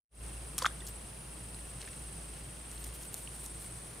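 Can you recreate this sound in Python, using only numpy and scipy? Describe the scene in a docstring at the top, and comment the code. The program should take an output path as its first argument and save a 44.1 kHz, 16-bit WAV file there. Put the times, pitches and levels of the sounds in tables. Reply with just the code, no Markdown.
"""A fishing float slaps into a still ditch; its cavity closes in a quick run of ringing bubbles
and drops patter back. The tackle ticks and rustles faintly; water and plants scatter both sounds.
A near cricket trills by wing strokes over a far insect chorus, a low hum, rumble and outdoor air.
The sound fades in at the start."""
import sys
import numpy as np
from scipy import signal
from scipy.fft import rfft, irfft
from scipy.io import wavfile

SR = 44100
rng = np.random.default_rng(int(sys.argv[2]) if len(sys.argv) > 2 else 0)


def transcribe(u):
    """Save the signal u as a 16-bit wav file named by the first command-line argument.

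    u: samples, shape (n,) or (channels, n), limited to [-1, 1]; the rate is SR.
    q: integer samples, one column per channel.
    """
    v = np.clip(np.atleast_2d(u).T, -1, 1)
    q = np.round(v * 32767).astype(np.int16)
    wavfile.write(sys.argv[1], SR, q)


N = 176400
T = np.arange(N) / SR

# diffuse field: f/Hz, left-right correlation
STEREO_CORRELATION = [(60, .99), (130, 1), (290, 0.81), (640, 0.2), (1400, 0.11), (3100, 0.33),
                      (6800, 0.57), (15000, 1)]
# air spectrum: f/Hz, relative level/dB
AIR_SPECTRUM = [(20, -16), (40, -7.5), (75, -4.5), (110, -1), (160, 0.5), (220, -8), (320, -7), (500, -9.5),
                (1000, -13.5), (2000, -18.5), (4000, -23), (7000, -26), (11000, -28), (15500, -39.5)]
# air envelope: t/s, level/dB
AIR_ENVELOPE = [(.25, -47), (1.2, -48), (1.85, -48), (2.3, -48), (3.2, -48.5), (4, -47.5)]
# rumble swells: t/s, half-width/s, level/dB
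RUMBLE_SWELLS = [(1.42, .04, -53), (1.546, 0.029, -46), (1.766, 0.037, -46), (2.216, .12, -52),
                 (2.48, 0.053, -53.5), (3.72, 0.094, -51)]
# rumble resonances: f/Hz, bandwidth/Hz
RUMBLE_MODES = [(118, 20), (162, 29)]
# hum envelope: t/s, level/dB
HUM_ENVELOPE = [(.25, -42), (.5, -45.5), (.8, -43), (1.1, -50.5), (1.45, -46.5), (1.9, -48), (2.25, -45.5),
                (2.5, -49), (2.9, -44.5), (3.1, -50.5), (3.6, -45.5), (3.85, -55), (4, -52)]
# insect chorus spectrum: f/Hz, relative level/dB
CHORUS_SPECTRUM = [(7300, -20), (7800, -13.5), (8100, -8), (8450, -5), (9000, -3), (9550, -1.5),
                   (9950, -3.5), (10200, -7.5), (10600, -15), (11500, -23.5)]
# insect chorus envelope: t/s, relative level/dB
CHORUS_ENVELOPE = [(.25, -52), (1.2, -52.5), (2, -50.5), (2.7, -52), (3.4, -49), (4, -50)]
# far insects: f/Hz, bandwidth/Hz, pulse rate/Hz, pulse offset/s, end/s, depth, level/dB
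FAR_SINGERS = [(10320, 260, 8.48, .259, 1.62, .8, -60), (2720, 300, 25, .0135, 3.2, 1, -66),
               (9950, 300, 11, .05, 2.3, .3, -61), (3200, 260, 25, .0135, 3.2, .7, -69),
               (5000, 350, 17.8, .03, 2.7, .6, -71)]
# cricket trills: start/s, end/s, chirp rate/Hz, relative level/dB
CRICKET_TRILLS = [(.1756, 1.08, 19.08, -1), (1.334, 2.89, 18.85, 0), (3.083, 3.84, 18.96, 1)]
# bank echo spectrum: f/Hz, relative level/dB
BANK_SPECTRUM = [(200, -18), (600, -6), (1300, 2), (3300, 5), (8000, 4), (15000, -3)]
# rustles (first row falling droplets, the rest line scraping): t/s, half-width/s, level/dB
RUSTLE_SWELLS = [(0.89, 0.016, -52), (1.825, .03, -63), (2.736, .04, -56), (2.812, .04, -56),
                 (2.87, 0.028, -53), (2.953, 0.03, -52.5), (3.04, 0.044, -50), (3.133, 0.011, -50),
                 (3.178, 0.029, -49), (3.222, 0.029, -56), (3.355, .035, -57), (3.41, 0.019, -54),
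                 (3.446, 0.024, -49), (3.625, 0.037, -50.5)]
# rustle spectrum: f/Hz, relative level/dB
RUSTLE_SPECTRUM = [(800, -13), (3000, 0), (6000, -3), (9000, 6.5), (12500, -9), (15500, -11)]
# rustle resonances: f/Hz, relative level/dB
RUSTLE_MODES = [(10400, 1), (12200, 2), (13100, -9), (14800, -7)]
# rod and line ticks: t/s, peak/dB, f/Hz, bandwidth/Hz, t60/s
TACKLE_TICKS = [(1.5455, -38.5, 3440, 2000, 0.01), (1.589, -40, 2400, 3000, .008),
                (1.8125, -36, 3500, 5000, 0.009), (1.816, -31, 4200, 5000, 0.0095),
                (1.826, -37, 4000, 5000, 0.02), (1.852, -43, 4500, 5000, .008),
                (1.875, -39, 1990, 600, 0.025), (1.931, -39.5, 2500, 6000, .012),
                (2.338, -46, 2800, 3000, .008), (2.570, -43, 3000, 3000, 0.0055),
                (2.713, -38, 7000, 5000, .014), (2.779, -36, 5000, 8000, 0.0064),
                (2.8415, -25.5, 7940, 10000, .008), (2.8445, -29, 8500, 9000, 0.0074),
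                (3.032, -37, 7000, 6000, 0.033), (3.1327, -36, 11000, 6000, .002),
                (3.1426, -19, 8700, 8000, 0.0032), (3.1443, -29, 8500, 8000, .004),
                (3.1473, -34, 8000, 8000, 0.0055), (3.1428, -45, 680, 250, .008),
                (3.2745, -33, 2900, 2000, .011), (3.4612, -27.5, 7800, 7000, 0.015)]
# handling crackle envelope: t/s, level/dB
CRACKLE_ENVELOPE = [(.2, -76), (.45, -65), (1.2, -65.5), (1.7, -73), (1.83, -52.5), (1.98, -63), (2.6, -62),
                    (2.85, -58.5), (3.3, -63), (4, -61)]
# handling crackle spectrum: f/Hz, relative level/dB
CRACKLE_SPECTRUM = [(300, -24), (900, -3.5), (2000, 2.5), (4000, -3), (7000, -5), (11000, -25),
                    (15000, -25)]
# droplet spray envelope: t/s, level/dB
SPRAY_ENVELOPE = [(.574, -85), (.581, -41), (.6, -44), (.614, -50), (.626, -40.5), (.645, -46), (.665, -32),
                  (.68, -62), (.72, -74), (.8, -85)]
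# droplet spray spectrum: f/Hz, relative level/dB
SPRAY_SPECTRUM = [(400, -8), (1200, 5.5), (2200, 3), (3400, 0.5), (5000, 0), (8000, -1), (11000, -9),
                  (15000, -21)]
# trapped bubbles: t/s, f/Hz, peak/dB, t60/s, attack/s
BUBBLES = [(0.5814, 1300, -34, .006, .0001), (.5825, 3260, -33.5, 0.022, .0003),
           (.5887, 5660, -27, .006, .0002), (.6015, 1194, -42, 0.066, .0006),
           (.6215, 1020, -25, 0.032, .0001), (.6217, 510, -34.5, 0.058, 0.00089),
           (.6216, 790, -32, .005, 0.000064), (.6216, 3270, -26, 0.0053, 0.000085),
           (.6238, 4660, -28, 0.012, 0.00025), (.646, 1290, -15.5, 0.016, 0.00065),
           (.6461, 790, -30, 0.012, 0.00044), (.6563, 3360, -18.5, 0.0075, 0.00027),
           (.6564, 1440, -15.5, 0.0087, 0.000096), (0.6612, 1310, -32, 0.013, .0004),
           (.6615, 1530, -16.5, 0.0081, 0.00024), (.6619, 1195, -18.5, 0.019, .0003),
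           (.6617, 804, -28.5, 0.016, 0.00022), (.6617, 2040, -29, 0.017, 0.00024),
           (.6622, 3640, -30.5, 0.023, 0.00033), (.6657, 5400, -30, .006, 0.00019),
           (.6722, 3350, -36, 0.018, .0003), (.681, 1280, -43, 0.023, .0006),
           (.685, 2870, -47, 0.015, .0004), (.697, 1230, -46, .03, .0006), (.709, 1590, -45, 0.022, .0006),
           (.8045, 3500, -41, 0.021, 0.00045), (.8195, 1900, -44.5, 0.026, 0.00076)]
# float and drop impacts: t/s, peak/dB, f/Hz, bandwidth/Hz, t60/s
WATER_SLAPS = [(.5812, -12, 8500, 10000, 0.0013), (.5814, -22, 9500, 10000, 0.0074),
               (.5835, -22, 8400, 11000, 0.041), (.5877, -19, 7600, 5000, 0.008),
               (.6178, -32, 6500, 4000, .004), (.6245, -26, 7000, 8000, 0.024),
               (.6385, -34, 7500, 4000, 0.014), (.6613, -31, 5000, 7000, 0.0079),
               (.6649, -23, 6800, 2500, 0.0037), (.8665, -32, 7500, 8000, 0.036),
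               (.8735, -31, 6500, 5000, .016), (.8835, -35, 6000, 5000, .02),
               (.8875, -31, 12200, 3000, .008)]
# fade-in, last gain held: t/s, gain/dB
FADE_IN = [(.09, -62.5), (.12, -27), (.15, -15.5), (.2, -8), (.24, -3)]


def from_db(db):
    """Decibels to gain."""
    return 10 ** (np.asarray(db) / 20)


def unit_rms(x):
    """Scale to rms 1."""
    return x / np.sqrt(np.mean(np.abs(x) ** 2) + 1e-20)


def envelope(rows):
    """Gain over time from t/s, level/dB rows."""
    return from_db(np.interp(T, *np.transpose(rows)))


def swells(rows):
    """Gain over time as a sum of Gaussian bumps."""
    return sum(from_db(db) * np.exp(-2 * ((T - t_s) / half_s) ** 2) for t_s, half_s, db in rows)


def at_hz(rows, hz):
    """Interpolate on a log-frequency axis."""
    row_hz, values = np.transpose(rows)
    return np.interp(np.log(hz + 1), np.log(row_hz), values)


def colour(x, spectrum):
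    """Apply a spectrum; rms 1."""
    size = x.shape[-1]
    gain = from_db(at_hz(spectrum, np.fft.rfftfreq(size, 1 / SR)))
    return unit_rms(irfft(rfft(x) * gain, size))


def drift(corner_hz):
    """Low-passed noise; rms 1."""
    rolloff = 1 + (np.fft.rfftfreq(N, 1 / SR) / corner_hz) ** 2
    return unit_rms(irfft(rfft(rng.standard_normal(N)) / rolloff, N))


def diffuse_noise():
    """White stereo noise from all around."""
    correlation = np.clip(at_hz(STEREO_CORRELATION, np.fft.rfftfreq(N, 1 / SR)), 0, .999)
    mid, side = rfft(rng.standard_normal((2, N)))
    return irfft(np.sqrt(1 + correlation) * mid + np.sqrt(1 - correlation) * side * [[1], [-1]], N)


def grains(rate_hz, spread_db):
    """Random clicks of uneven size."""
    hits = rng.random(N) < rate_hz / SR
    sizes = from_db(spread_db * np.minimum(rng.exponential(1, N), 3))
    return hits * sizes * rng.choice([-1, 1], N)


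def resonate(x, hz, width_hz):
    """Two-pole resonator."""
    radius = np.exp(-np.pi * width_hz / SR)
    return signal.lfilter([1, 0, -1], [1, -2 * radius * np.cos(2 * np.pi * hz / SR), radius ** 2], x)


def narrow_band(x, hz, width_hz):
    """Two equal resonators in series; rms 1."""
    return unit_rms(resonate(resonate(x, hz, width_hz), hz, width_hz))


def add_event(out, t_s, peak_db, x):
    """Mix x in at a given time and peak."""
    start = int(t_s * SR)
    out[start:start + len(x)] += from_db(peak_db) * x[:N - start] / np.abs(x).max()


def impacts(rows, crackle_gain, size=3000):
    """Each contact: a click and dying crackle through a broad resonance."""
    out = np.zeros(N)
    for t_s, peak_db, hz, width_hz, t60_s in rows:
        force = crackle_gain * rng.standard_normal(size) * from_db(-60 * T[:size] / t60_s)
        force[0] = 1
        band = signal.iirpeak(min(hz, .4 * SR), hz / min(width_hz, SR / 4), fs=SR)
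        add_event(out, t_s, peak_db, signal.lfilter(*band, resonate(force, hz, width_hz)))
    return out


def air():
    """Outdoor air: diffuse, bass-heavy noise."""
    return envelope(AIR_ENVELOPE) * colour(diffuse_noise(), AIR_SPECTRUM)


def rumble():
    """Soft swells of noise in two low resonances."""
    modes = sum(narrow_band(rng.standard_normal(N), hz, width_hz) for hz, width_hz in RUMBLE_MODES)
    return swells(RUMBLE_SWELLS) * unit_rms(modes)


def hum(hz=56.4, waver_hz=.71, octave_db=-15.5, waver_db=1.5):
    """Wavering low tone and its octave, like a distant motor."""
    phase = 2 * np.pi * np.cumsum(hz + waver_hz * drift(4.5)) / SR
    tone = np.sin(phase) + from_db(octave_db) * drift(2.7) * np.sin(2 * phase)
    return envelope(HUM_ENVELOPE) * from_db(waver_db * drift(11)) * unit_rms(tone)


def far_insects(chorus_gain_db=3, flutter_db=.93, release_s=.05):
    """Steady high buzz plus a few pulsing narrow-band singers."""
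    chorus_gain = envelope(CHORUS_ENVELOPE) * from_db(chorus_gain_db + flutter_db * drift(70))
    out = chorus_gain * colour(diffuse_noise(), CHORUS_SPECTRUM)
    for hz, width_hz, rate_hz, offset_s, end_s, depth, db in FAR_SINGERS:
        pulse = 1 + depth * np.cos(2 * np.pi * rate_hz * (T - offset_s))
        gate = np.clip((end_s - T) / release_s, 0, 1)
        out += from_db(db) * pulse * gate * narrow_band(diffuse_noise(), hz, width_hz)
    return out


def cricket(hz=8183, sag_hz=120, sigma_s=.009, roughness=.4, rough_hz=110, base_db=-48.5, scatter_db=-12):
    """Each wing stroke: a short rough whistle, sagging at its end. Plants scatter a little."""
    out = np.zeros((2, N))
    for start_s, end_s, rate_hz, db in CRICKET_TRILLS:
        from_peak_s = (((T - start_s) * rate_hz + .5) % 1 - .5) / rate_hz
        stroke = np.exp(-.5 * (from_peak_s / sigma_s) ** 2)
        gate = (T > start_s - .5 / rate_hz) * (T < end_s + .4 / rate_hz)
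        pitch_hz = hz - sag_hz * np.maximum(2 * from_peak_s * rate_hz, 0) ** 2
        rasp = unit_rms(1 + roughness * (drift(rough_hz) + 1j * drift(rough_hz)))
        phase = 2 * np.pi * np.cumsum(pitch_hz) / SR + 2 * drift(6.6)
        whistle = np.sqrt(2) * np.real(rasp * np.exp(1j * phase))
        scatter = resonate(diffuse_noise(), hz - sag_hz / 2, width_hz=300)
        scatter = from_db(scatter_db) * unit_rms(resonate(scatter, hz, width_hz=300))
        out += from_db(base_db + db) * gate * (stroke * whistle + scatter)
    return out


def bank_echo(x, early_db=-15.5, early_t60_s=.022, tail_db=-20, tail_t60_s=.25, size=16000):
    """Water and plants scatter x: direct sound, quick side reflections, faint tail."""
    t = T[:size]
    noise = colour(rng.standard_normal((3, size)), BANK_SPECTRUM)
    early = from_db(early_db) * unit_rms(noise[0] * from_db(-60 * t / early_t60_s)) * [[1], [-1]]
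    tail = from_db(tail_db) * unit_rms(noise[1:] * from_db(-60 * t / tail_t60_s))
    return x + signal.fftconvolve(x[None], (early + tail) / np.sqrt(size), axes=1)[:, :N]


def rustles(jerk_db=2, ring_width_hz=670, ring_db=-2):
    """Jerky swells of fine clicks: droplets patter just after the splash, later the line scrapes."""
    clicks = grains(rate_hz=3200, spread_db=4.5) * from_db(jerk_db * drift(60))
    rings = unit_rms(sum(from_db(db) * resonate(clicks, hz, ring_width_hz) for hz, db in RUSTLE_MODES))
    return swells(RUSTLE_SWELLS) * (colour(clicks, RUSTLE_SPECTRUM) + from_db(ring_db) * rings)


def tackle():
    """Rod and line tick; handling crackles softly."""
    crackle = envelope(CRACKLE_ENVELOPE) * colour(grains(rate_hz=250, spread_db=2), CRACKLE_SPECTRUM)
    return impacts(TACKLE_TICKS, crackle_gain=.55) + crackle


def spray():
    """Tiny droplets land as dense clicks."""
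    droplets = colour(grains(rate_hz=3000, spread_db=5.5), SPRAY_SPECTRUM)
    end_s = SPRAY_ENVELOPE[-1][0]
    return envelope(SPRAY_ENVELOPE) * (T < end_s) * droplets


def bubbles(rise_per_s=1.3, size=4000):
    """Trapped bubbles swell, ring and die, rising in pitch; pressure is the derivative of flow."""
    out, t = np.zeros(N), T[:size]
    for t_s, hz, peak_db, t60_s, attack_s in BUBBLES:
        amplitude = (1 - np.exp(-t / attack_s)) ** 2 * from_db(-60 * t / t60_s)
        flow = amplitude * np.cos(2 * np.pi * hz * t * (1 + rise_per_s * t / 2))
        add_event(out, t_s, peak_db, np.gradient(flow))
    return out


def float_splash():
    """Float and drops slap the water, throwing spray and trapping bubbles."""
    return spray() + impacts(WATER_SLAPS, crackle_gain=.44) + bubbles()


def scene():
    """Splash, rustles and tackle with bank echo, over insects and low background."""
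    foreground = bank_echo(float_splash() + rustles() + tackle())
    return foreground + cricket() + far_insects() + hum() + rumble() + air()


def record(dry):
    """Fade-in and steep low-pass."""
    cutoff_hz = 15600
    lowpass = signal.butter(24, cutoff_hz, fs=SR, output="sos")
    return signal.sosfiltfilt(lowpass, dry * envelope(FADE_IN))


dry = scene()
out = record(dry)
transcribe(out)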